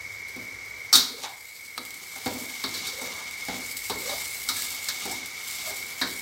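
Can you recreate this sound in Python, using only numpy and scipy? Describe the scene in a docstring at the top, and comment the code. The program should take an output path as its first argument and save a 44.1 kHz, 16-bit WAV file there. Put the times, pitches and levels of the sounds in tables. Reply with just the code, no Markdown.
"""A steel spatula knocks and scrapes round a thin wok: each knock rings the metal's own pitches, and
scraping shakes them with a dense stream of tiny slips. Frying sauce sizzles and spits, made of noise
and random clicks. A steady buzzing whistle, probably an insect, is a train of pulses; the stove is
shaped noise. The tiled kitchen echoes the knocks. A mono microphone turns its gain down when the
sound gets loud, then slowly brings it back."""
import sys
import numpy as np
from scipy import signal
from scipy.fft import rfft, irfft
from scipy.io import wavfile
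from scipy.ndimage import uniform_filter1d

SR = 44100
rng = np.random.default_rng(int(sys.argv[2]) if len(sys.argv) > 2 else 0)


def waveform_to_disk(signal):
    """Save audio, clipped to [-1, 1], as 16-bit WAV at the path in sys.argv[1]."""
    frames = np.transpose(np.atleast_2d(signal))
    scaled = np.clip(frames, -1, 1) * 32767
    samples = np.round(scaled).astype(np.int16)
    wavfile.write(sys.argv[1], SR, samples)


N = 274166  # length in samples


def amp(db):
    """Turns decibels into a plain multiplier."""
    return 10 ** (np.asarray(db) / 20)


def evened(x):
    """Scales a sound to an average (rms) strength of 1."""
    return x / np.sqrt(np.mean(x ** 2) + 1e-20)


def smooth_noise(size):
    """A slow random wander of average strength 1, smoothed over size samples."""
    return evened(uniform_filter1d(rng.standard_normal(N), size))


def read(points, hz):
    """Reads a table of (pitch, value) at any pitch, evenly in musical steps."""
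    f, value = np.transpose(points)
    return np.interp(np.log(hz + 1), np.log(f + 1), value)


def curve(rows):
    """Joins (time, value) points with straight lines over the whole scene."""
    s, value = np.transpose(rows)
    return np.interp(np.arange(N) / SR, s, value)


def add(mix, s, sound):
    """Adds a sound to the mix, starting at s seconds."""
    part = mix[round(s * SR):][:len(sound)]
    part += sound[:len(part)]


# Borders of the four pitch parts: bowl boom, wall clank, blade ring, edge tick. Column: border_hz
PART_EDGES_HZ = [70, 650, 2000, 6900, 15500]


def band(x, part):
    """Keeps one of the four pitch parts."""
    return signal.sosfilt(signal.butter(2, PART_EDGES_HZ[part:part + 2], "band", fs=SR, output="sos"), x)


def part_of_modes(hz):
    """Tells which of the four parts each ringing pitch belongs to."""
    return np.searchsorted(PART_EDGES_HZ, hz[:, 0]) - 1


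def coloured(x, points):
    """Makes some pitches of x stronger than others, then evens its strength."""
    gain = amp(read(points, np.fft.rfftfreq(len(x), 1 / SR)))
    return evened(irfft(rfft(x) * gain, len(x)))


def grains(per_s, spread_db):
    """Random clicks, a few of them large."""
    size = np.minimum(rng.exponential(1, N), 3)
    sign = rng.choice([-1., 1.], N)
    happens = rng.random(N) < per_s / SR
    return evened(amp(spread_db * size) * sign * happens)


def dying_noise(points, factor, size):
    """Noise whose low and high pitches die away at their own speeds."""
    hz, t, z = signal.stft(rng.standard_normal(size), SR, nperseg=128)
    t60 = factor * read(points, hz)[:, None]
    return signal.istft(z * amp(-60 * t / t60), SR, nperseg=128)[1][:size]


def resonate(x, hz, width_hz):
    """Rings at a moving pitch: shifts the curve hz down to zero, smooths, and shifts back."""
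    turn = np.exp(2j * np.pi * np.cumsum(hz) / SR)
    r = np.exp(-np.pi * width_hz / SR)
    return 2 * (turn * signal.lfilter([1 - r], [1, -r], x / turn)).real


# Tone of the hush of burner and room. Columns: pitch_hz, level_db (relative, per Hz)
HUSH_TONE = [(88, -52), (150, -37), (330, -20), (473, -15), (643, -19), (1000, -17), (1770, -14.5),
             (2170, -15), (2620, -21.5), (5860, -16), (9000, -33.5), (11700, -59), (19800, -120)]
# How strongly the stove drones, before booms shake it. Columns: time_s, level_db
DRONE = [(0, -57), (0.8, -58.5), (2.0, -67), (4.0, -59.5), (5.5, -65.5), (6.22, -59)]


def stove():
    """Broad hush of flame and room over a low drone that each boom of the bowl shakes up."""
    drone_tone = [(40, -32), (55, 5.0), (75, -7), (100, 6.5), (130, -7.0), (200, -55)]  # (Hz, dB)
    drone = coloured(rng.standard_normal(N), drone_tone)
    level = amp(curve(DRONE))
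    t = np.arange(SR // 2) / SR
    shake_under_bowl_db, shake_t60_s = -19, 0.48
    for s, bowl_db, *_ in KNOCKS:
        shake_db = bowl_db + shake_under_bowl_db - 60 * t / shake_t60_s
        add(level, s, amp(shake_db) * np.minimum(t / 0.01, 1))
    hush = amp(-48) * coloured(rng.standard_normal(N), HUSH_TONE)
    return hush + level * drone


# How long the tiled room echoes, before a small shortening.
# Columns: pitch_hz, fade_s (time to fall by 60 dB)
ROOM = [(100, 0.37), (1000, 0.54), (4000, 0.46), (12000, 0.56)]


def kitchen(x):
    """Blurred echo tail of the tiled room, starting after a few thousandths of a second."""
    tail = np.concatenate([np.zeros(200), dying_noise(ROOM, 0.96, SR // 2)])
    return signal.oaconvolve(x, tail / np.linalg.norm(tail))[:N]


def buzz():
    """Uneven wing strokes, with some hiss, ring one narrow resonance."""
    buzz_hz, strokes_per_s, buzz_db = 2200, 92, -39.5
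    speed = strokes_per_s * (1 + 0.00412 * smooth_noise(6000))  # the stroke rate wanders slightly
    strokes = np.diff(np.floor(np.cumsum(speed) / SR), prepend=0)  # 1 wherever a new stroke begins
    strength = amp(0.54 * smooth_noise(500))
    drive = evened(strokes * strength) + amp(5) * rng.standard_normal(N)
    t = np.arange(-400, 401) / SR
    pulse = np.exp(-(t / 0.0026) ** 2) * np.sin(2 * np.pi * buzz_hz * t)
    side = amp(-21.5) * np.exp(-(t / 0.005) ** 2) * np.sin(2 * np.pi * 1930 * t)  # a weak lower partner
    return amp(buzz_db) * evened(signal.oaconvolve(drive, pulse + side, "same"))


# How strongly the sauce sizzles, before flurries and a small lift. Columns: time_s, level_db
SIZZLE = [(0.0, -52.5), (0.95, -51), (1.12, -42), (1.94, -41), (2.4, -38.5), (2.58, -42), (3.44, -46),
          (3.69, -39.5), (4.23, -36.5), (4.66, -34.5), (4.79, -39.5), (4.99, -39.5), (5.25, -50.5),
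          (5.52, -36.5), (5.87, -40.5), (6.22, -39.5)]
# Tone of the bursting bubbles. Columns: pitch_hz, level_db (relative, per Hz)
FIZZ = [(1470, -20), (2500, -7.5), (4800, -0.5), (6300, -4.5), (8200, 1.5), (8940, -7), (9890, -5.5),
        (13200, -3.5), (15200, -7), (16000, -6.5)]
# Large spits of oil. Columns: start_s, peak_db
SPITS = [(0.2837, -31), (1.851, -22), (1.906, -22.5), (1.942, -23), (2.3945, -31), (3.31, -28.5),
         (3.451, -24), (3.769, -17.5), (4.0062, -27), (4.621, -15.5), (4.705, -20), (4.843, -21.5),
         (5.111, -24), (5.2586, -23)]


def sizzle():
    """Steam bubbles burst in the oil as hiss and dense clicks, in flurries; a few spit loudly."""
    flurry_db = 1.2 * smooth_noise(400) + 1.3 * smooth_noise(1800)
    bubbles = rng.standard_normal(N) + amp(-7.5) * grains(per_s=1100, spread_db=12.0)
    hz, t, z = signal.stft(bubbles, SR, nperseg=512)
    # bubble sizes drift, so patches of pitch and time grow stronger or weaker
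    patches = uniform_filter1d(rng.standard_normal(z.shape), 4, 0)
    patches = evened(uniform_filter1d(patches, 8, 1))
    fine = coloured(signal.istft(z * amp(2.0 * patches), SR, nperseg=512)[1][:N], FIZZ)
    out = amp(curve(SIZZLE) + flurry_db + 0.5) * fine
    t = np.arange(3000) / SR
    for s, peak_db in SPITS:
        fade = np.exp(-t / 0.0021) + 0.48 * np.exp(-t / 0.032)  # a sharp burst, then a softer puff
        puff = coloured(rng.standard_normal(len(t)), FIZZ) * fade
        add(out, s, amp(peak_db) * puff / abs(puff).max())
    return out


def stroke_shape(length_s):
    """A scooping stroke rises from 0 to 1 just past its middle, then falls back."""
    return np.interp(np.linspace(0, 1, round(length_s * SR)), [0, 0.57, 1], [0, 1, 0])


# Ringing pitches (modes) of wok and blade, also used by knock(), before each use adjusts them.
# Columns: pitch_hz, level_db (relative), fade_s (time to fall by 60 dB)
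WOK = [(100, -17, .35), (190, -8, .35), (260, 0, .45), (404, -3, .45), (495, -3, .4), (620, -8, .35),
       (790, 0, .4), (900, -4, .35), (1077, -8, .35), (1233, 0, .4), (1405, -5, .3), (1680, -2, .35),
       (3085, -11, .12), (3644, -7, .3), (3790, -1, .3), (3881, -5, .28), (4118, -6, .24), (4334, -6, .24),
       (4522, -3, .26), (4660, -8, .22), (4904, -11, .18), (5265, -6, .14), (5612, -6, .17),
       (5900, -9, .13), (6228, -12, .15), (6654, -10, .15), (7704, -3, .12), (8000, -3, .12),
       (8409, -2, .12), (8684, -3, .12)]
# How hard the blade is dragged along the steel. Columns: time_s, pressure_db
SCRAPE = [(0.0, -57), (1.05, -52), (1.16, -41), (1.25, -35.5), (1.42, -52), (1.95, -43.5), (2.3, -41),
          (2.6, -41), (2.82, -39.5), (3.29, -41), (3.57, -40), (3.9, -51), (4.07, -38.5), (4.38, -44),
          (4.61, -40.5), (5.11, -39), (5.3, -41.5), (5.64, -39.5), (5.83, -42), (6.22, -44)]
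# How bowl rumble, wall grind and blade rasp follow the pressure, one row each.
# Columns: firm_level_db (at firm pressure), follow_db_per_db (rise for each dB of pressure)
FOLLOW = [(-58, 0.19), (-48.5, 1.32), (-40.5, 2.5)]
# Scooping strokes; the hollow between blade and wall sings.
# Columns: start_s, length_s, peak_level_db, first_pitch_hz, last_pitch_hz
STROKES = [(1.063, 0.21, -38.5, 394, 550), (1.21, 0.093, -34.5, 890, 880), (2.85, 0.28, -43.5, 440, 584),
           (3.114, 0.15, -47.5, 970, 930), (3.975, 0.24, -38.5, 400, 775), (5.057, .12, -40.5, 624, 1040),
           (5.615, .15, -43.5, 640, 684)]


def scrape():
    """Dense slips of the blade shake the wok's modes, damped by sauce and contact."""
    firm_pressure_db, stroke_ends_db, stroke_grind_db = -40, -12.5, 5.5
    judder_db = 2.0 * smooth_noise(1100)  # the blade catches and lets go
    slips = amp(judder_db) * grains(per_s=3000, spread_db=3.0)
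    hz, db, t60 = np.transpose(WOK)[:, :, None]
    t = np.arange(4000) / SR
    modes = amp(db - 60 * t / (0.32 * t60)) * np.sin(2 * np.pi * hz * t)
    part_of = part_of_modes(hz)
    out, lift_db = np.zeros(N), np.zeros((3, N))
    for s, length_s, *_ in STROKES:
        add(lift_db[1], s, stroke_grind_db * stroke_shape(length_s))  # strokes grind the wall harder

    over_firm_db = curve(SCRAPE) - firm_pressure_db
    for part, ((firm_db, share), ring_db) in enumerate(zip(FOLLOW, (-3, -6, -8))):
        level_db = firm_db + share * over_firm_db + lift_db[part]
        ring = evened(signal.oaconvolve(slips, modes[part_of == part].sum(0))[:N])
        rough = evened(band(slips, part))
        out += amp(level_db) * evened(amp(ring_db) * ring + rough)

    for s, length_s, peak_db, first_hz, last_hz in STROKES:
        level_db = peak_db + stroke_ends_db * (1 - stroke_shape(length_s))
        during = slice(round(s * SR), round(s * SR) + len(level_db))
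        hollow_hz = np.geomspace(first_hz, last_hz, len(level_db))
        hollow = resonate(resonate(slips[during], hollow_hz, 160), hollow_hz, 160)
        out[during] += amp(level_db) * evened(hollow) * signal.windows.tukey(len(hollow), .4)
    return out


# Fading of the clatter: modes too crowded to tell apart, before each knock's ring length factor.
# Columns: pitch_hz, fade_s (time to fall by 60 dB)
CLATTER = [(80, 0.19), (400, 0.84), (1500, 0.53), (4000, 0.7), (8000, 0.27), (15000, 0.34)]
# Tone of the clatter. Columns: pitch_hz, level_db (relative, per Hz)
CLANG = [(70, -32), (250, -13), (350, -16.5), (670, -15.5), (1230, -12), (2000, -10.5), (2900, -10),
         (3700, 1), (4600, 1.5), (5100, -0.5), (5600, 1), (6500, -7), (9000, -19), (15500, -7)]
# Tone of the snap of first contact. Columns: pitch_hz, level_db (relative, per Hz)
SNAP = [(300, -30), (1000, -4), (1600, -1), (2600, -4), (4200, -21), (8000, -6), (15000, -11)]


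def knock(snap_db, levels_db, favoured_hz, bowl_length, length):
    """The spot struck favours the modes near one pitch in each part; bass swells more slowly than treble."""
    hz, db, t60 = np.repeat(WOK, 3, axis=0).T[:, :, None]  # dents split each mode into close neighbours
    split, spot_db, phase = rng.standard_normal((len(hz), 3)).T[:, :, None]
    part_of = part_of_modes(hz)
    t = np.arange(round(.3 * SR)) / SR
    snap = coloured(rng.standard_normal(len(t)), SNAP) * np.exp(-t / 0.00083)
    out = amp(snap_db) * snap / abs(snap).max()

    # one value for each of bowl, wall, blade and edge
    centres_hz = (*favoured_hz, 9000)
    lengths = (bowl_length, length, length, length)
    clatter_db = (0.5, 3.5, -1, 6.5)  # clatter against the modes
    rises_s = (0.0023, 0.00034, 0.00037, 0.00036)
    most_favour_db = (10.6, 23.0, 9.1, 1)  # limit on how far distant modes are weakened
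    for part, (level_db, dense_db, rise_s) in enumerate(zip(levels_db, clatter_db, rises_s)):
        own, centre, lasts = part_of == part, centres_hz[part], lengths[part]
        octaves_away = abs(np.log2(hz[own] / centre))
        near_db = -np.minimum(60 * octaves_away, most_favour_db[part])
        mode_hz = hz[own] * (1 + 0.0051 * split[own])
        waves = np.sin(2 * np.pi * (mode_hz * t + phase[own]), dtype="f4")
        fade = np.exp(-np.log(1000) * t / (lasts * t60[own]), dtype="f4")
        modes = amp(db[own] + near_db + 3.1 * spot_db[own])[:, 0] @ (waves * fade)

        clatter = band(dying_noise(CLATTER, lasts, len(t)), part)
        lean = [(centre / 1.6, -7), (centre, 0), (centre * 1.6, -11)]  # clatter favours that pitch too
        ring = evened(modes) + amp(dense_db) * coloured(coloured(clatter, CLANG), lean)
        ring = ring * (1 - np.exp(-t / rise_s))
        loudest = np.sqrt(uniform_filter1d(ring ** 2, 300).max())
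        out += amp(level_db) * ring / loudest
    return out * np.minimum((t[-1] - t) / 0.032, 1)  # fade the very end to silence


# Knocks of the spatula. Columns: start_s, bowl_boom_level_db, wall_clank_level_db,
# blade_ring_level_db, edge_tick_level_db, bowl_pitch_hz, wall_pitch_hz, blade_pitch_hz (favoured
# pitches), ring_length (factor, no unit)
KNOCKS = [(0.361, -40, -51, -53, -44.5, 258, 645, 3600, 0.22),
          (0.928, -42, -23.5, -12, -16.5, 260, 1450, 5400, 0.83),
          (0.937, -37, -33.5, -11, -19, 405, 1230, 4550, 0.8),
          (0.954, -28.5, -28, -7, -11.5, 258, 1240, 3790, 0.57),
          (1.235, -46, -26.5, -29, -69, 368, 840, 3960, 0.51),
          (1.247, -48, -37, -36.5, -55, 504, 1720, 3300, 0.26),
          (1.778, -39, -26, -26, -35, 278, 1065, 4100, 0.11),
          (2.16, -49, -39.5, -58, -40, 374, 720, 3630, 0.4),
          (2.26, -24.5, -27.5, -34, -33, 255, 800, 4500, 0.31),
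          (2.639, -34.5, -32, -26, -37, 310, 1180, 4200, 0.23),
          (2.741, -49, -46, -32, -38, 202, 1810, 4260, 0.84),
          (2.869, -49.5, -47, -33.5, -33.5, 430, 1390, 4550, 0.52),
          (3.014, -41, -41.5, -41, -37.5, 524, 920, 4680, 1),
          (3.484, -33.5, -33.5, -45, -46, 245, 770, 4040, 0.54),
          (3.898, -32.5, -31, -31, -35, 403, 910, 4000, 0.4),
          (4.094, -44.5, -35.5, -32.5, -35, 442, 780, 3950, 0.8),
          (4.488, -44, -32, -24.5, -24.5, 273, 1310, 4230, 0.36),
          (4.565, -53.5, -41, -35, -31.5, 264, 1780, 3950, 0.69),
          (4.886, -53.5, -34, -25, -26, 460, 1680, 4200, 0.21),
          (5.053, -37, -37, -52, -34, 310, 765, 3660, 0.25),
          (5.114, -53, -52, -51, -33.5, 305, 910, 3640, 1),
          (5.704, -47, -41, -42, -37, 430, 720, 3650, 0.35),
          (6.014, -32.5, -26.5, -22.5, -37, 294, 1670, 4140, 0.42)]


def spatula_knocks():
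    """Places every knock; first contact follows the wall clank, bowl ringing follows ring length partly."""
    hits = np.zeros(N)
    snap_over_wall_db = 10
    for s, *levels_db, bowl_hz, wall_hz, blade_hz, length in KNOCKS:
        snap_db = levels_db[1] + snap_over_wall_db
        bowl_length = 0.89 + 0.29 * length
        add(hits, s, knock(snap_db, levels_db, (bowl_hz, wall_hz, blade_hz), bowl_length, length))
    return hits


def scene():
    """Mixes all the sounds, the same in both channels; only the knocks echo in the kitchen."""
    hits = spatula_knocks()
    mix = stove() + amp(-8) * kitchen(hits) + buzz() + sizzle() + scrape() + hits
    return np.array([mix, mix])


def record(dry):
    """Gain drops when the sound is loud and creeps back; then bass cut, soft overload and treble limit."""
    power_db = 10 * np.log10(abs(uniform_filter1d((dry ** 2).mean(0), 2000)) + 1e-12)
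    recovered_db = np.arange(N) * 5.16 / SR  # 5.16 dB a second
    excess_db = .5 * (power_db + 27)  # half of what is above -27 dB
    over_db = np.maximum(np.maximum.accumulate(excess_db + recovered_db) - recovered_db, 0)
    late = np.exp(-1 / (.08 * SR))  # the gain follows with a lag of 0.08 s
    ducked = dry / amp(signal.lfilter([1 - late], [1, -late], over_db))
    ducked = signal.sosfilt(signal.butter(6, 47, "high", fs=SR, output="sos"), ducked)
    treble_limit = signal.firwin(511, 15880, window=("kaiser", 9), fs=SR)  # removes what is above 15880 Hz
    return signal.oaconvolve(np.tanh(ducked), treble_limit[None], "same")


dry = scene()
out = record(dry)
waveform_to_disk(out)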